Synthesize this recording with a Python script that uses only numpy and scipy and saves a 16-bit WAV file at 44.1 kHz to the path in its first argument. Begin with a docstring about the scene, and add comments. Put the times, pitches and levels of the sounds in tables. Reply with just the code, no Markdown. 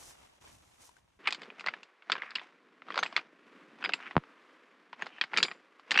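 """Stones clack, ring and grind under uneven steps on a pebble beach, as damped modes and shaped noise bursts.
Soft shore wash is coloured noise, dragged soles are narrow noise bands, and knocks on the microphone are
flicks with a slow settling. Before this beach, heard in mono, comes a wood in stereo: a tent flap and
clothes rustle faintly as noise in three bands, with small ticks of twig and cloth."""
import sys
import numpy as np
from scipy import signal
from scipy.fft import rfft, irfft
from scipy.io import wavfile
from scipy.ndimage import uniform_filter1d

SR = 44100
rng = np.random.default_rng(int(sys.argv[2]) if len(sys.argv) > 2 else 0)


def log_audio(samples):
    """Write samples as a 16-bit WAV file to the path given in sys.argv[1]."""
    # one column per channel
    frames = np.atleast_2d(samples).T
    # limit to full scale, then quantise
    limited = np.clip(frames, -1, 1)
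    pcm = np.round(limited * 32767).astype(np.int16)
    wavfile.write(sys.argv[1], SR, pcm)


N = 264600

CUT_S = 1.19  # the wood ends, the beach begins


def amp(db):
    """Amplitude ratio of a level in decibels: 20 dB per factor of ten."""
    return 10 ** (np.asarray(db) / 20)


def evened(x):
    """Normalisation to unit root-mean-square amplitude."""
    return x / np.sqrt(np.mean(x ** 2) + 1e-20)


def read(points, hz):
    """Spectral level interpolated along a logarithmic frequency axis, -120 dB outside the points."""
    f, level_db = np.transpose(points)
    return np.interp(np.log(hz + 1), np.log(f + 1), level_db, left=-120, right=-120)


def add(mix, s, sound):
    """Superposition: adds sound to mix in place, from time s on."""
    part = mix[round(s * SR):][:len(sound)]
    part += sound[:len(part)]


def colour(x, points):
    """Spectral shaping: weights the spectrum of x by points, then sets its rms to 1."""
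    weights = amp(read(points, np.fft.rfftfreq(N, 1 / SR)))
    return evened(irfft(rfft(x) * weights, N))


def band(x, lo_hz, hi_hz):
    """Band-pass filtering with a Butterworth response."""
    return signal.sosfilt(signal.butter(4, [lo_hz, hi_hz], "band", fs=SR, output="sos"), x)


def highpass(x, order, hz):
    """High-pass filtering with a Butterworth response."""
    return signal.sosfilt(signal.butter(order, hz, "high", fs=SR, output="sos"), x)


def split(x, hz):
    """Complementary crossover: the parts of x below and above hz, which sum to x."""
    low = irfft(rfft(x) / (1 + (np.fft.rfftfreq(N, 1 / SR) / hz) ** 6), N)
    return low, x - low


def flutter(grain_db, size):
    """Random amplitude modulation: a gain that varies by grain_db rms, smoothed over size samples."""
    return amp(grain_db * evened(uniform_filter1d(rng.standard_normal(N), size)))


def hiss(grain_db, size):
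    """White noise under random amplitude modulation."""
    return rng.standard_normal(N) * flutter(grain_db, size)


def modes(t, hz, db, t60):
    """Modal superposition: exponentially damped sines of random sign, losing 60 dB in t60."""
    hz, db, t60 = (np.asarray(v)[:, None] for v in (hz, db, t60))
    sign = rng.choice([-1, 1], hz.shape)
    return (sign * amp(db - 60 * t / t60) * np.sin(2 * np.pi * hz * t)).sum(0)


def strokes(start, length, db, rise, fall_db):
    """Incoherent addition of envelopes that rise ahead of start, hold for length and fall by fall_db per s."""
    clock = np.arange(0, N / SR, .001)
    t = clock - start[:, None]
    onset = np.clip(1 + t / rise, 0, 1) ** 2
    shape = onset * amp(db[:, None] - fall_db * np.maximum(t - length[:, None], 0))
    return np.interp(np.arange(N) / SR, clock, np.sqrt((shape ** 2).sum(0)))


def tent():
    """Friction noise of cloth in three bands, as a mid part and a side part of independent noise."""
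    # cloth brushed or dragged: full level at t/s, hold/s, treble swish level/dB,
    # body relative to treble/dB, rumble relative to treble/dB
    swishes = [(0, 0.11, -57, -4.5, -11.5), (0.11, 0.16, -71, 6.5, -4), (0.295, 0.081, -77.5, 6, -4),
               (.42, 0.13, -66.5, 2, 1.5), (0.567, 0.25, -73, 2, -1.5), (0.813, 0.061, -62.5, -5, -27),
               (0.914, 0.073, -77.5, 6, -18)]
    # the wood between swishes: treble level/dB, body level/dB, rumble level/dB
    still_db = (-86, -77.5, -76.5)
    # spectrum heard by both sides: f/Hz, relative level per Hz/dB
    mid_spectrum = [(15, -33), (25, 2.5), (80, 11), (450, -9.5), (950, -4.5), (1400, -9.5), (4600, -13),
                    (6000, -7), (9500, -13), (12300, -17.5), (13500, -58)]
    # spectrum of the left-right difference: f/Hz, relative level per Hz/dB
    side_spectrum = [(35, -38), (60, -25), (790, -10.5), (1880, -21.5), (2820, -17), (5400, -16),
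                     (9800, -17), (12700, -12), (14000, -38)]
    rise_s, fall_db_per_s = 0.033, 350
    s, length, swish_db, body_db, rumble_db = np.transpose(swishes)
    gains = []
    for relative_db, floor_db in zip((0, body_db, rumble_db), still_db):
        swish = strokes(s, length, swish_db + relative_db, rise_s, fall_db_per_s)
        gains.append(np.hypot(swish, amp(floor_db)))
    out = []
    for points, trims_db in ((mid_spectrum, (0, 0, 0)), (side_spectrum, (-3, .1, -8))):
        rumble, rest = split(colour(hiss(1.2, size=200), points), 265)
        body, treble = split(rest, 3740)
        rumble = rumble * flutter(3, size=1200)  # folds pass in lumps
        body = body * flutter(2.5, size=500)
        parts = zip((treble, body, rumble), gains, trims_db)
        out.append(sum(evened(p) * gain * amp(trim_db) for p, gain, trim_db in parts))
    return out


def ticks():
    """Impulsive excitation of twig and cloth: a decaying sine mixed with band-passed noise."""
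    # t/s, level before an 8.5 dB cut/dB, f/Hz
    tick_list = [(0.232, -47, 920), (0.442, -48, 926), (0.892, -42, 965), (0.967, -45.5, 1540)]
    out, t = np.zeros(N), np.arange(600) / SR
    for s, db, hz in tick_list:
        noise = band(rng.standard_normal(len(t)), 1000, 9400)
        tone = np.sin(2 * np.pi * hz * t)
        add(out, s, amp(db - 8.5 - 60 * t / 0.029) * (tone + 0.43 * noise))
    return out


def wood():
    """Mid-side stereo: left and right are the sum and difference of the shared and the opposed part."""
    mid, side = tent()
    small = ticks()
    mid, side = mid + small, side + 0.63 * small
    return np.array([mid + side, mid - side]) * np.clip((CUT_S - np.arange(N) / SR) / 0.0018, 0, 1)


def shore():
    """Broadband turbulence of distant water: a wash and a lumpy low murmur, as coloured noise."""
    # swell of the water: t/s, wash level/dB, murmur relative to wash/dB
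    swell = [(1.19, -60.5, -3), (1.998, -68, -21), (2.7, -68, -2), (3.3, -69, -5), (3.55, -61, -2.5),
             (3.8, -62, -1.5), (4.5, -62.5, -11), (4.85, -67, -6.5), (6, -65, -15.5)]
    # spectrum of the water: f/Hz, relative level per Hz/dB
    water_spectrum = [(59, -63), (100, -45), (144, -14), (275, -2.5), (789, -24), (1110, -16.5),
                      (1960, -20), (2550, -24), (6740, -44), (12600, -57.5), (16400, -90), (22000, -120)]
    t = np.arange(N) / SR
    s, db, murmur_db = np.transpose(swell)
    murmur, wash = split(colour(hiss(1.4, size=300), water_spectrum), 430)
    wash = evened(wash) * amp(np.interp(t, s, db))
    lumps = flutter(1.2, size=900)
    return wash + evened(murmur) * lumps * amp(np.interp(t, s, db + murmur_db))


def grind():
    """Granular contact: dense random knocks smeared into a crunch, over the dull push of the foot."""
    # a sole rolls over the stones: full level at t/s, hold/s, grind level/dB, weight relative to grind/dB
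    steps = [(1.278, 0.017, -52.5, -10), (1.407, 0.057, -58.5, 3.5), (1.587, 0.17, -58.5, -3.5),
             (2.104, 0.065, -57.5, 0), (2.225, 0.081, -58.5, -6), (2.365, 0.061, -57, -6.5),
             (2.889, 0.22, -55, -2.5), (3.17, 0.02, -55, 0), (3.81, 0.085, -57.5, 3.5),
             (3.989, 0.083, -54.5, -22), (5.011, 0.046, -54, -4), (5.145, 0.11, -60.5, -17),
             (5.354, 0.093, -48.5, -2), (5.926, .2, -47.5, -1)]
    # spectrum of the crunch: f/Hz, relative level per Hz/dB
    gravel_spectrum = [(290, -29), (500, -24), (709, -6), (1390, -5.5), (2330, -7), (4390, -22),
                       (5060, -22.5), (11000, -47), (14300, -87), (22000, -120)]
    rise_s, fall_db_per_s = 0.081, 147.5
    settle_db = -76.5  # loose stones keep shifting between steps
    s, length, db, weight_db = np.transpose(steps)
    happens = rng.random(N) < 900 / SR  # about 900 knocks per second
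    hits = amp(6.4 * np.minimum(rng.exponential(1, N), 4)) * happens
    tails = signal.lfilter([1], [1, -np.exp(-1 / (0.0012 * SR))], hits)  # 1.2 ms time constant
    crunch = colour((evened(tails) + 1.1) * rng.standard_normal(N), gravel_spectrum)
    push = evened(band(hiss(5.04, size=500), 167.4, 553))
    sole = strokes(s, length, db, rise_s, fall_db_per_s)
    weight = strokes(s, length, db + weight_db, rise_s, fall_db_per_s)
    return np.hypot(sole, amp(settle_db)) * crunch + weight * push


def scrapes():
    """Stick-slip friction: fast uneven slips, confined to the band in which the rubbed stones speak."""
    # a sole dragged across the stones: start t/s, end t/s, low f/Hz, high f/Hz, level/dB
    drags = [(1.234, 1.287, 1000, 3040, -41), (2.14, 2.333, 1100, 2470, -49.5),
             (3.996, 4.1, 1190, 2880, -49.5), (5.081, 5.207, 2320, 3140, -60)]
    slip_db = 4  # unevenness of the slips
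    t, out = np.arange(N) / SR, np.zeros(N)
    for start, end, lo_hz, hi_hz, db in drags:
        rub = evened(band(hiss(slip_db, size=120), lo_hz, hi_hz))
        gain = np.clip(np.minimum((t - start) / 0.043, (end - t) / 0.017), 0, 1)
        out += amp(db) * rub * gain
    return out


def clacks():
    """Impact of stone on stone: modes in a gritty burst, a harder edge, a treble crack, a thud and a rattle."""
    # t/s, peak level without thud/dB, main mode f/Hz, hardness as edge gain/dB
    blows = [(1.2727, -13, 2310, -1), (1.2787, -19.5, 2170, -13), (1.2855, -19.5, 2490, -26),
             (1.3067, -26, 2120, 6), (1.3244, -20.5, 2500, 8), (1.3464, -28.5, 3000, 6),
             (1.418, -33, 2180, 1), (1.432, -34.5, 2054, 1), (1.502, -33, 2470, -10),
             (1.5955, -33, 2500, 2.5), (1.608, -33.5, 2110, 3), (1.642, -31.5, 1820, -26),
             (1.6625, -21.5, 1047, -0.5), (1.6713, -19.5, 2060, -8.5), (1.6845, -18.5, 2050, -6),
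             (1.738, -26, 1740, -30), (1.831, -38, 2720, 4), (2.022, -44.5, 2200, -16),
             (2.0983, -18.5, 1460, -5), (2.1185, -14.5, 3590, -1.5), (2.1282, -23, 1370, -13),
             (2.1532, -24.5, 1730, -21), (2.1642, -29.5, 1620, -35), (2.181, -34, 1500, -25),
             (2.22, -25, 2090, -38), (2.234, -32.5, 1790, -32), (2.3059, -37.5, 1630, 13),
             (2.3532, -23.5, 2740, 11), (2.3577, -19.5, 2850, -6), (2.3836, -30, 1980, -22),
             (2.3949, -34, 3540, -10), (2.4147, -36, 1010, -12), (2.8199, -38, 1310, -29),
             (2.8845, -34, 1290, -22), (2.904, -23.5, 1145, -22), (2.921, -32, 3250, -4.5),
             (2.942, -29.5, 1060, -5), (2.957, -25, 1270, -1.5), (2.9683, -29, 940, -7),
             (2.9768, -15.5, 1400, 0), (2.9894, -15.5, 1404, 0), (3.0282, -17.5, 1275, -10),
             (3.0326, -16.5, 1820, 1), (3.0541, -27.5, 1016, -18), (3.0616, -25.5, 2480, 1),
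             (3.126, -34.5, 1120, -2), (3.164, -11.5, 3470, -1.5), (3.1764, -22, 1210, -33),
             (3.1914, -32, 2420, -8), (3.7869, -46.5, 1180, -23), (3.8196, -39, 1530, -30),
             (3.826, -27, 1470, -36), (3.8402, -20.5, 2604, -12), (3.848, -18.5, 2240, -6),
             (3.858, -18.5, 2420, -25), (3.892, -23.5, 1510, -5), (3.921, -34, 2160, -14),
             (3.935, -13.5, 2626, -1), (4.0019, -36, 1640, -26), (4.11, -30.5, 1950, -21),
             (4.237, -41, 1300, -15), (4.9295, -33.5, 1020, -26), (5.001, -40, 1895, -20),
             (5.0138, -35, 1570, -19), (5.022, -19.5, 1760, -13), (5.059, -42, 1340, 3),
             (5.066, -30, 1415, -2.5), (5.183, -38.5, 1800, -20), (5.2122, -14.5, 3263, -5),
             (5.2381, -24, 2170, -1.5), (5.317, -42, 2000, -13), (5.3339, -25, 1450, -26),
             (5.3401, -20, 2180, -11), (5.3647, -19.5, 2080, -8), (5.373, -11, 2400, 5.5),
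             (5.3835, -12.5, 2340, 7.5), (5.4029, -21, 2350, -8), (5.428, -9, 3286, 11.5),
             (5.45, -24.5, 2290, -14.5), (5.483, -29.5, 2330, -20.5), (5.5136, -28.5, 1890, -6.5),
             (5.796, -41.5, 1147, 1.5), (5.9083, -16, 2750, 4), (5.916, -11.5, 1795, 3),
             (5.9419, -20, 2480, -1), (5.9533, -21, 2270, -7), (5.958, -16.5, 2600, -11),
             (5.965, -30, 2500, 3), (5.975, -10, 2680, -2.5), (5.9889, -10, 2750, -0.5),
             (5.9957, -8, 2690, -4)]
    thud_db = -25.5  # each blow also thuds into the bed of stones
    crack_db, crack_per_edge, crack_top_db = -17, 2.4, -7.5  # crack grows with hardness, up to a limit
    out, t = np.zeros(N), np.arange(4000) / SR
    touch = np.sin(np.pi / 2 * np.minimum(t / .0003, 1)) ** 2  # rounded stones meet softly
    for s, db, hz, edge_db in blows:
        others = hz * np.exp(rng.uniform(-0.63, 0.593, size=4))  # every stone has its own shape
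        mode_db = np.r_[0, rng.normal(-8, 3, size=4)]
        stone = modes(t, np.r_[hz, others], mode_db, 0.019 * rng.uniform(0.95, 1.17, size=5))
        noise = rng.standard_normal((4, len(t)))
        grit_db = 1.5 * evened(uniform_filter1d(rng.standard_normal(len(t)), size=60))
        bounce = np.maximum(t - rng.uniform(0.0019, .007), 0)  # the stone hops once and lands again
        blow = amp(-60 * t / 0.0069)
        landing = amp(-6.5 - 60 * bounce / 0.0049) * (bounce > 0)
        rattle = amp(-10 - 60 * t / 0.073 + grit_db)  # neighbouring stones
        burst = noise * (blow + landing + rattle) * touch
        body = band(stone * touch + amp(3.0) * burst[0], 0.31 * hz, 3227)  # small stones have little bass
        edge = amp(edge_db) * band(burst[1], 3330, 5020)
        crack_gain = amp(min(crack_db + crack_per_edge * edge_db, crack_top_db))
        clack = body + edge + crack_gain * band(burst[2], 4100, 7730)
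        thud = amp(thud_db) * evened(band(noise[3], 90, 547))
        thud = thud * amp(-60 * t / 0.035) * np.minimum(t / 0.0038, 1)
        add(out, s, amp(db) * (clack / abs(clack).max() + thud))
    return out


def rings():
    """Resonance of hard stones after a blow: high modes blurred into decaying narrow bands of noise."""
    # t/s, lowest mode f/Hz, level before a 5 dB cut/dB, upper modes relative to lowest/dB, t60/s
    singing = [(1.273, 8290, -45, -19, 0.05), (2.991, 6270, -33, -35, 0.072), (3.029, 7600, -56, -29, 0.24),
               (3.84, 4870, -30, -21, 0.082), (3.935, 4960, -56, 13.5, 0.083), (5.02, 4420, -51, 5, 0.04),
               (5.34, 4720, -44, -24, 0.064), (5.374, 4710, -31, -9, 0.14), (5.429, 4810, -39.5, -2, 0.23),
               (5.975, 5720, -30, -12, 0.036), (5.99, 8240, -35, -20, .045)]
    # upper modes: f relative to lowest/1, further level/dB
    overtones = [(1.5, -2), (1.63, -13.5), (1.98, -16)]
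    out, t = np.zeros(N), np.arange(9000) / SR
    for s, low_hz, db, upper_db, t60 in singing:
        partials = [(low_hz, 0)] + [(low_hz * ratio, upper_db + d) for ratio, d in overtones]
        for hz, mode_db in partials:
            noise = band(rng.standard_normal(2 * len(t)), hz - 110, hz + 110)
            blurred = evened(noise[len(t):])  # without the filter's onset
            decay = amp(db + mode_db - 5.0 - 60 * t / t60)
            add(out, s, decay * blurred * (1 - np.exp(-t / 0.0015)))
    return out


def knocks():
    """Transient response: the housing flicks back and forth; the capsule follows more slowly and settles."""
    # on the microphone body: t/s, gain of the jump/dB
    jumps = [(4.1552, -32), (4.1668, -9.5), (4.179, -21)]
    out, u = np.zeros(N), np.arange(-200, 9000) / SR
    flick = np.cos(2 * np.pi * 600 * u) * np.exp(-(u / 0.00079) ** 2)
    settle = 2 * (1 - np.exp(-abs(u) / 0.0003)) * np.exp(-abs(u) / 0.014) * (u > 0)
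    reversal = np.tanh(u / .00008)  # turns the sign at the jump
    for s, db in jumps:
        add(out, s + u[0], amp(db) * (flick + settle) * reversal)
    return out


def scene():
    """Superposition of sources: the stereo wood, then the beach through a wind filter, over faint hiss."""
    beach = shore() + grind() + scrapes() + clacks() + rings() + knocks()
    beach *= np.clip((np.arange(N) / SR - CUT_S) / 0.0013, 0, 1)
    wind_filtered = highpass(beach, 6, 138)
    slipped = highpass(beach, 2, 55)  # a little bass slips past the wind filter
    faint = amp(-100) * rng.standard_normal((2, N))  # electronic hiss, own in each channel
    return wood() + wind_filtered + amp(-19.5) * slipped + faint


def record(dry):
    """Band limitation: a linear-phase low-pass at 12780 Hz."""
    lowpass = signal.firwin(511, 12780, window=("kaiser", 9), fs=SR)
    return signal.oaconvolve(dry, lowpass[None], "same")


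dry = scene()
out = record(dry)
log_audio(out)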